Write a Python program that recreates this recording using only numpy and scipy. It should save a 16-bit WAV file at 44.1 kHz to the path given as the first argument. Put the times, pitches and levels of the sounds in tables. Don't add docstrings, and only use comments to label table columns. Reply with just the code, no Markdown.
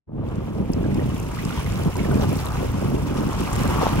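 import sys
import numpy as np
from scipy import signal
from scipy.fft import rfft, irfft
from scipy.io import wavfile

SR = 44100
rng = np.random.default_rng(int(sys.argv[2]) if len(sys.argv) > 2 else 0)


def unload_wav(signal):
    wavfile.write(
        sys.argv[1],
        SR,
        np.round(np.clip(np.atleast_2d(signal).T, -1, 1) * 32767).astype(np.int16),
    )


N = 176400
CUTOFF_HZ = 15900

# (time [s], froth level [dB], fizz level [dB])
SPRAY_LEVELS = [(.08, -92, -110), (.14, -77, -82), (.2, -67.5, -81), (.28, -57.5, -63), (.55, -58, -62),
                (.82, -55.5, -59.5), (1.05, -51, -53.5), (1.3, -51.5, -51.5), (1.55, -46, -47.5),
                (1.85, -47, -49), (2.25, -48, -48), (2.55, -48, -48), (2.95, -50.5, -51), (3.4, -46.5, -47),
                (3.66, -42, -43), (3.85, -43, -44), (4.0, -43, -45)]


def from_db(db):
    return 10 ** (np.asarray(db) / 20)


def rms_one(x):
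    return x / np.sqrt(np.mean(x ** 2) + 1e-20)


def level(rows):
    s, *columns = np.transpose(rows)
    return np.array([from_db(np.interp(np.arange(N) / SR, s, c)) for c in columns])


def per_bin(points):
    hz, value = np.transpose(points)
    return np.interp(np.log(np.arange(N // 2 + 1) * SR / N + 0.0013), np.log(hz), value)


def dying(t, t60):
    return np.exp(-np.log(1000) * t / t60)


def pan(db):
    return from_db(np.array([[db / 2], [-db / 2]]))


def add(out, s, sound):
    i = int(s * SR)
    out[:, i:i + sound.shape[-1]] += sound[..., :N - i]


def drift(rate_hz):
    step, settle = 40, 2000
    r = np.exp(-2 * np.pi * rate_hz * step / SR)
    slow = signal.lfilter([1], [1, -2 * r, r * r], rng.standard_normal(N // step + settle + 2))[settle:]
    return np.interp(np.arange(N) / step, np.arange(len(slow)), rms_one(slow))


def noise(flutter_db, rate_hz):
    return rms_one(rng.standard_normal((2, N)) * from_db(flutter_db * np.clip(drift(rate_hz), -2, 2)))


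def bubbles(low_hz, high_hz, per_s, cycles, spread_db, count=24):
    out = np.zeros((2, N))
    for hz in np.geomspace(low_hz, min(high_hz, .45 * SR), count):
        chance = rng.random((2, N)) * SR * count / per_s
        born, clicks = chance < 1, np.zeros((2, N))
        clicks[born] = from_db(spread_db * np.minimum(-np.log(chance[born]), 4))
        r, w = from_db(-60 * hz / (cycles * SR)), 2 * np.pi * hz / SR
        out += hz * signal.lfilter([1, 0, -1], [1, -2 * r * np.cos(w), r * r], clicks + 1e-18)
    return rms_one(out)


def coloured(pair, spectrum):
    # (frequency [Hz], correlation [0-1])
    coherence = [(60, 1), (300, 0.89), (450, 0.77), (680, 0.66), (1000, 0.74), (1700, 0.4), (2600, 0),
                 (4400, 0.47), (6000, 0.09), (15000, 0.27)]
    mid, side = rfft(pair) * from_db(per_bin(spectrum))
    alike = np.clip(per_bin(coherence), 0, 1)
    return rms_one(irfft(np.sqrt(1 + alike) * mid + np.sqrt(1 - alike) * side * [[1], [-1]], N))


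def tick(t, hz, t60):
    edges = np.minimum([hz, hz * 2.04], [.4 * SR, .45 * SR])
    band = signal.butter(2, edges, "band", fs=SR, output="sos")
    burst = signal.sosfilt(np.vstack([band, band]), rng.standard_normal((2, len(t))) * dying(t, t60))
    return burst / np.abs(burst).max()


def drop(hz):
    t, ring_cycles = np.arange(SR // 50) / SR, 40
    ring = from_db(-6) * dying(t, ring_cycles / hz) * np.sin(2 * np.pi * hz * t)
    sound = tick(t, hz, t60=.005) + ring
    return sound / np.abs(sound).max()


def wind():
    # (time [s], level [dB])
    gusts = [(0.08, -46), (0.2, -31.5), (1.13, -28.5), (1.55, -36), (1.6, -21.5), (1.64, -38), (1.66, -26),
             (1.96, -28), (2.23, -22), (2.32, -28.5), (3.39, -27), (3.42, -24), (3.49, -33), (3.52, -24.5),
             (3.88, -29), (4.0, -21)]
    # (frequency [Hz], relative level [dB])
    spectrum = [(15, -37), (28, -3.5), (45, -0.5), (70, -1), (100, -1), (140, -3.5), (250, -34), (600, -69)]
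    return from_db(1.5) * level(gusts) * coloured(noise(flutter_db=0, rate_hz=23), spectrum)


def chop():
    # (time [s], level [dB])
    heave = [(0.08, -45.5), (0.18, -30.5), (0.54, -32), (0.61, -26), (0.66, -29.5), (0.79, -27),
             (0.92, -26.5), (1.02, -26), (1.11, -30.5), (1.42, -34), (1.47, -31.5), (1.63, -33.5),
             (1.88, -23), (1.94, -39.5), (1.97, -28), (2.2, -22.5), (2.35, -25), (2.39, -32.5), (2.58, -32),
             (2.635, -22), (2.68, -29.5), (2.94, -26), (3.0, -27.5), (3.26, -25), (3.33, -35), (3.4, -26.5),
             (3.52, -32.5), (3.61, -24), (3.91, -29), (4.0, -22)]
    # (frequency [Hz], relative level [dB])
    spectrum = [(50, -22), (95, -7), (135, 1), (200, -0.5), (300, -4.5), (420, -9), (600, -14),
                (1000, -18.5), (2000, -39.5), (5000, -75)]
    water = noise(flutter_db=0, rate_hz=44)
    water += 0.42 * bubbles(125, 585, per_s=240, cycles=8.1, spread_db=1, count=12)
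    return from_db(2.5) * level(heave) * coloured(water, spectrum)


def wash():
    # (time [s], level [dB])
    surges = [(0.08, -83), (0.18, -53.5), (0.38, -45), (0.68, -49.5), (1.28, -41.5), (1.37, -37.5),
              (1.45, -39.5), (1.57, -40.5), (1.65, -39), (1.92, -40), (1.97, -41.5), (2.22, -34),
              (2.29, -40), (2.56, -31.5), (2.62, -39.5), (2.86, -36), (2.98, -42), (3.1, -36.5),
              (3.79, -29.5), (3.82, -25), (3.87, -25.5), (3.89, -34.5), (4.0, -30)]
    # (frequency [Hz], relative level [dB])
    spectrum = [(200, -4), (450, -3), (650, -3.5), (850, 0.5), (1200, 0.5), (1500, -6), (1900, -15.5),
                (3500, -50), (8000, -66)]
    water = noise(flutter_db=3.5, rate_hz=24)
    water += 0.21 * bubbles(459, 1730, per_s=350, cycles=15.4, spread_db=0.5, count=32)
    return from_db(0.5) * level(surges) * coloured(water, spectrum)


def spray():
    # (frequency [Hz], relative level [dB])
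    froth_spectrum = [(900, -4.5), (1600, -2.5), (2100, 1.5), (2800, 1), (3400, -4), (4200, -12.5),
                      (6000, -21), (12000, -39)]
    fizz_spectrum = [(2500, -12), (4200, -0.5), (5400, 3.5), (7500, -1), (9200, -4), (10300, -1),
                     (12400, -6), (15500, -4.5)]
    froth_gain, fizz_gain = level(SPRAY_LEVELS) * from_db(1.27 * drift(rate_hz=21))
    froth = noise(flutter_db=-1, rate_hz=15)
    froth += 0.28 * bubbles(1420, 4260, per_s=300, cycles=39, spread_db=3)
    fizz = noise(flutter_db=-0.5, rate_hz=55)
    fizz += 0.32 * bubbles(4070, 12500, per_s=3300, cycles=12, spread_db=10)
    return (from_db(5.5) * froth_gain * coloured(froth, froth_spectrum)
            + from_db(2.5) * fizz_gain * coloured(fizz, fizz_spectrum))


def patter():
    per_s, low_hz, high_hz = 130, 3780, 11750
    out, fizz_gain = np.zeros((2, N)), level(SPRAY_LEVELS)[1]
    for when, size, pitch, side in rng.random(size=(int(per_s * N / SR), 4)):
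        gain = fizz_gain[int(when * N)] * from_db(13 + 2.3 * min(-np.log(size), 3))
        hz = low_hz * (high_hz / low_hz) ** pitch
        add(out, when * N / SR, gain * pan(4 * (2 * side - 1)) * drop(hz))
    return out


def drips():
    # (time [s], level [dB], bubble frequency [Hz], pan [dB])
    impacts = [(.357, -40, 5100, -6), (0.9454, -28, 4900, 5), (1.2003, -32, 6490, -16),
               (1.5948, -30, 5300, 3), (1.722, -26, 4700, 2), (1.9685, -25, 4870, 1),
               (2.2977, -35, 5080, 9), (3.538, -27, 6200, 4), (3.698, -29, 5760, 5), (3.7938, -29, 6000, 5)]
    out = np.zeros((2, N))
    for s, db, hz, pan_db in impacts:
        add(out, s, from_db(db) * pan(pan_db) * drop(hz))
    return out


def sloshes():
    # (time [s], level [dB], rise time [s])
    breakers = [(1.375, -46, 0.017), (1.545, -45, 0.027), (2.207, -38, 0.0089), (2.227, -38, 0.0061),
                (3.165, -39, 0.013), (3.384, -39.5, 0.017), (3.815, -35, 0.018), (3.862, -39, 0.027)]
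    # (frequency [Hz], relative level [dB])
    spectrum = [(500, -29), (1000, -9), (1700, 0.5), (2700, 6), (4000, 1), (6000, -1.5), (9000, -15),
                (15000, -10)]
    t, swell = np.arange(N) / SR, np.zeros(N)
    for s, db, rise_s in breakers:
        age = np.maximum(t - s, 0) / rise_s
        swell += from_db(db) * age * np.exp(1 - age)
    crackle = noise(flutter_db=9, rate_hz=110)
    crackle += 1.8 * bubbles(1220, 14000, per_s=1900, cycles=25, spread_db=1.5, count=20)
    return swell * coloured(crackle, spectrum)


def plops():
    # (time [s], level [dB], starting frequency [Hz], pan [dB])
    leaders = [(0.841, -30.5, 1630, 0), (0.994, -32, 1870, -6), (1.371, -31, 1225, 0),
               (1.388, -28.5, 1980, -9), (1.405, -34, 2260, 15), (1.493, -32, 2850, -12),
               (1.505, -27, 1366, -7), (1.575, -24.5, 960, -6), (1.663, -34.5, 2080, -17),
               (1.955, -24.5, 963, 0), (1.992, -27, 2160, -11.5), (2.047, -30.5, 1760, -8),
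               (2.113, -26, 1460, 3), (2.3213, -32, 2560, 8), (2.3905, -28, 4400, 2),
               (2.467, -29.5, 3860, -10), (3.177, -27, 1240, 4)]
    ring_cycles, rise_per_s = 48, 2.5
    gurgle_s, gurgle_db, gurgle_octaves = .028, -10, .35
    out, t = np.zeros((2, N)), np.arange(SR // 10) / SR
    for s, db, hz, pan_db in leaders:
        followers = [(gurgle_s * late, gurgle_db, hz * 2 ** (gurgle_octaves * (3 * high - 1)))
                     for late, high in rng.random(size=(4, 2))]
        for delay, weaker_db, pitch in [(0, 0, hz)] + followers:
            rising = np.sin(2 * np.pi * pitch * t * (1 + rise_per_s * t / 2))
            ring = dying(t, ring_cycles / pitch) * rising
            add(out, s + delay, from_db(db + weaker_db) * pan(pan_db) * ring)
    return out


def laps():
    # (time [s], level [dB], frequency [Hz])
    pockets = [(0.383, -17, 172), (0.601, -10.5, 167), (0.701, -9, 245), (.829, -14, 326),
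               (.882, -17.5, 127), (0.984, -11, 278), (1.064, -14.5, 132), (1.457, -11.5, 179),
               (2.111, -15, 141), (2.156, -9, 234), (2.826, -13.5, 300), (2.941, -9, 184),
               (0.808, -11.5, 215), (2.853, -10.5, 136), (3.187, -14.5, 196), (3.403, -13.5, 205),
               (3.817, -13, 770), (3.824, -19, 905), (3.83, -10, 412), (3.834, -9.5, 410),
               (3.867, -5.5, 690)]
    damping_per_cycle = 2.424
    out, t = np.zeros((2, N)), np.arange(SR // 10) / SR
    for s, db, hz in pockets:
        age = damping_per_cycle * hz * t
        add(out, s, from_db(db) * age * np.exp(1 - age) * np.sin(2 * np.pi * hz * t))
    return out


def shell():
    # (time [s], level [dB], lowest mode [Hz], pan [dB])
    fractures = [(.7190, -36, 10400, 4.5), (.7344, -23, 5220, 5), (1.4507, -22.5, 5400, 1),
                 (2.3275, -28.5, 10300, 14), (2.356, -33, 5550, 8), (2.4562, -24.5, 7650, 10),
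                 (3.4077, -24, 6900, 5), (3.531, -21, 6300, 5), (3.5608, -22, 7650, 6),
                 (3.634, -25.5, 5600, 7), (3.677, -26, 8200, -2)]
    # (frequency ratio [1], relative level [dB])
    modes = [(1, 5.5), (1.45, -1), (2.2, -10)]
    out, t = np.zeros((2, N)), np.arange(SR // 25) / SR
    for s, db, hz, pan_db in fractures:
        ring = sum(from_db(mode_db) * np.sin(2 * np.pi * hz * ratio * t)
                   for ratio, mode_db in modes if hz * ratio < CUTOFF_HZ)
        snap = from_db(-10.5) * ring * dying(t, t60=0.015) + tick(t, 0.85 * hz, t60=0.01)
        add(out, s, from_db(db) * pan(pan_db) * snap / np.abs(snap).max())
    return out


def scene():
    fade, = level([(0.066, -50), (0.076, 0)])
    background = wind() + chop() + wash() + spray()
    return fade * (background + sloshes() + laps() + plops() + drips() + shell() + patter())


def record(dry):
    # (frequency [Hz], left minus right [dB])
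    balance = [(80, .5), (300, -1.5), (600, -1.5), (1150, 4.5), (1600, -4.5), (2050, -3.5), (2600, 1),
               (3700, -5.5), (5600, 4), (7200, -5), (10000, 1.5), (15000, -1.5)]
    # (frequency [Hz], lead of the left [rad])
    lead = [(20, 2.5), (50, -0.4), (100, 0.74), (300, 1.5), (560, 1.88), (850, 0.5), (1200, 0.5),
            (1700, 1.62), (2600, 4), (4500, 4.5), (8000, 1.5), (10500, -0.1), (13000, -1.5)]
    half = from_db(per_bin(balance) / 2) * np.exp(.5j * per_bin(lead))
    responses = irfft(np.array([half, 1 / half]), N)
    taps = np.roll(responses, 512, axis=1)[:, :1025] * np.hanning(1025)
    heard = signal.fftconvolve(dry, taps, "same", axes=1)
    return signal.sosfilt(signal.ellip(12, .1, 80, CUTOFF_HZ - 150, fs=SR, output="sos"), heard)


dry = scene()
out = record(dry)
unload_wav(out)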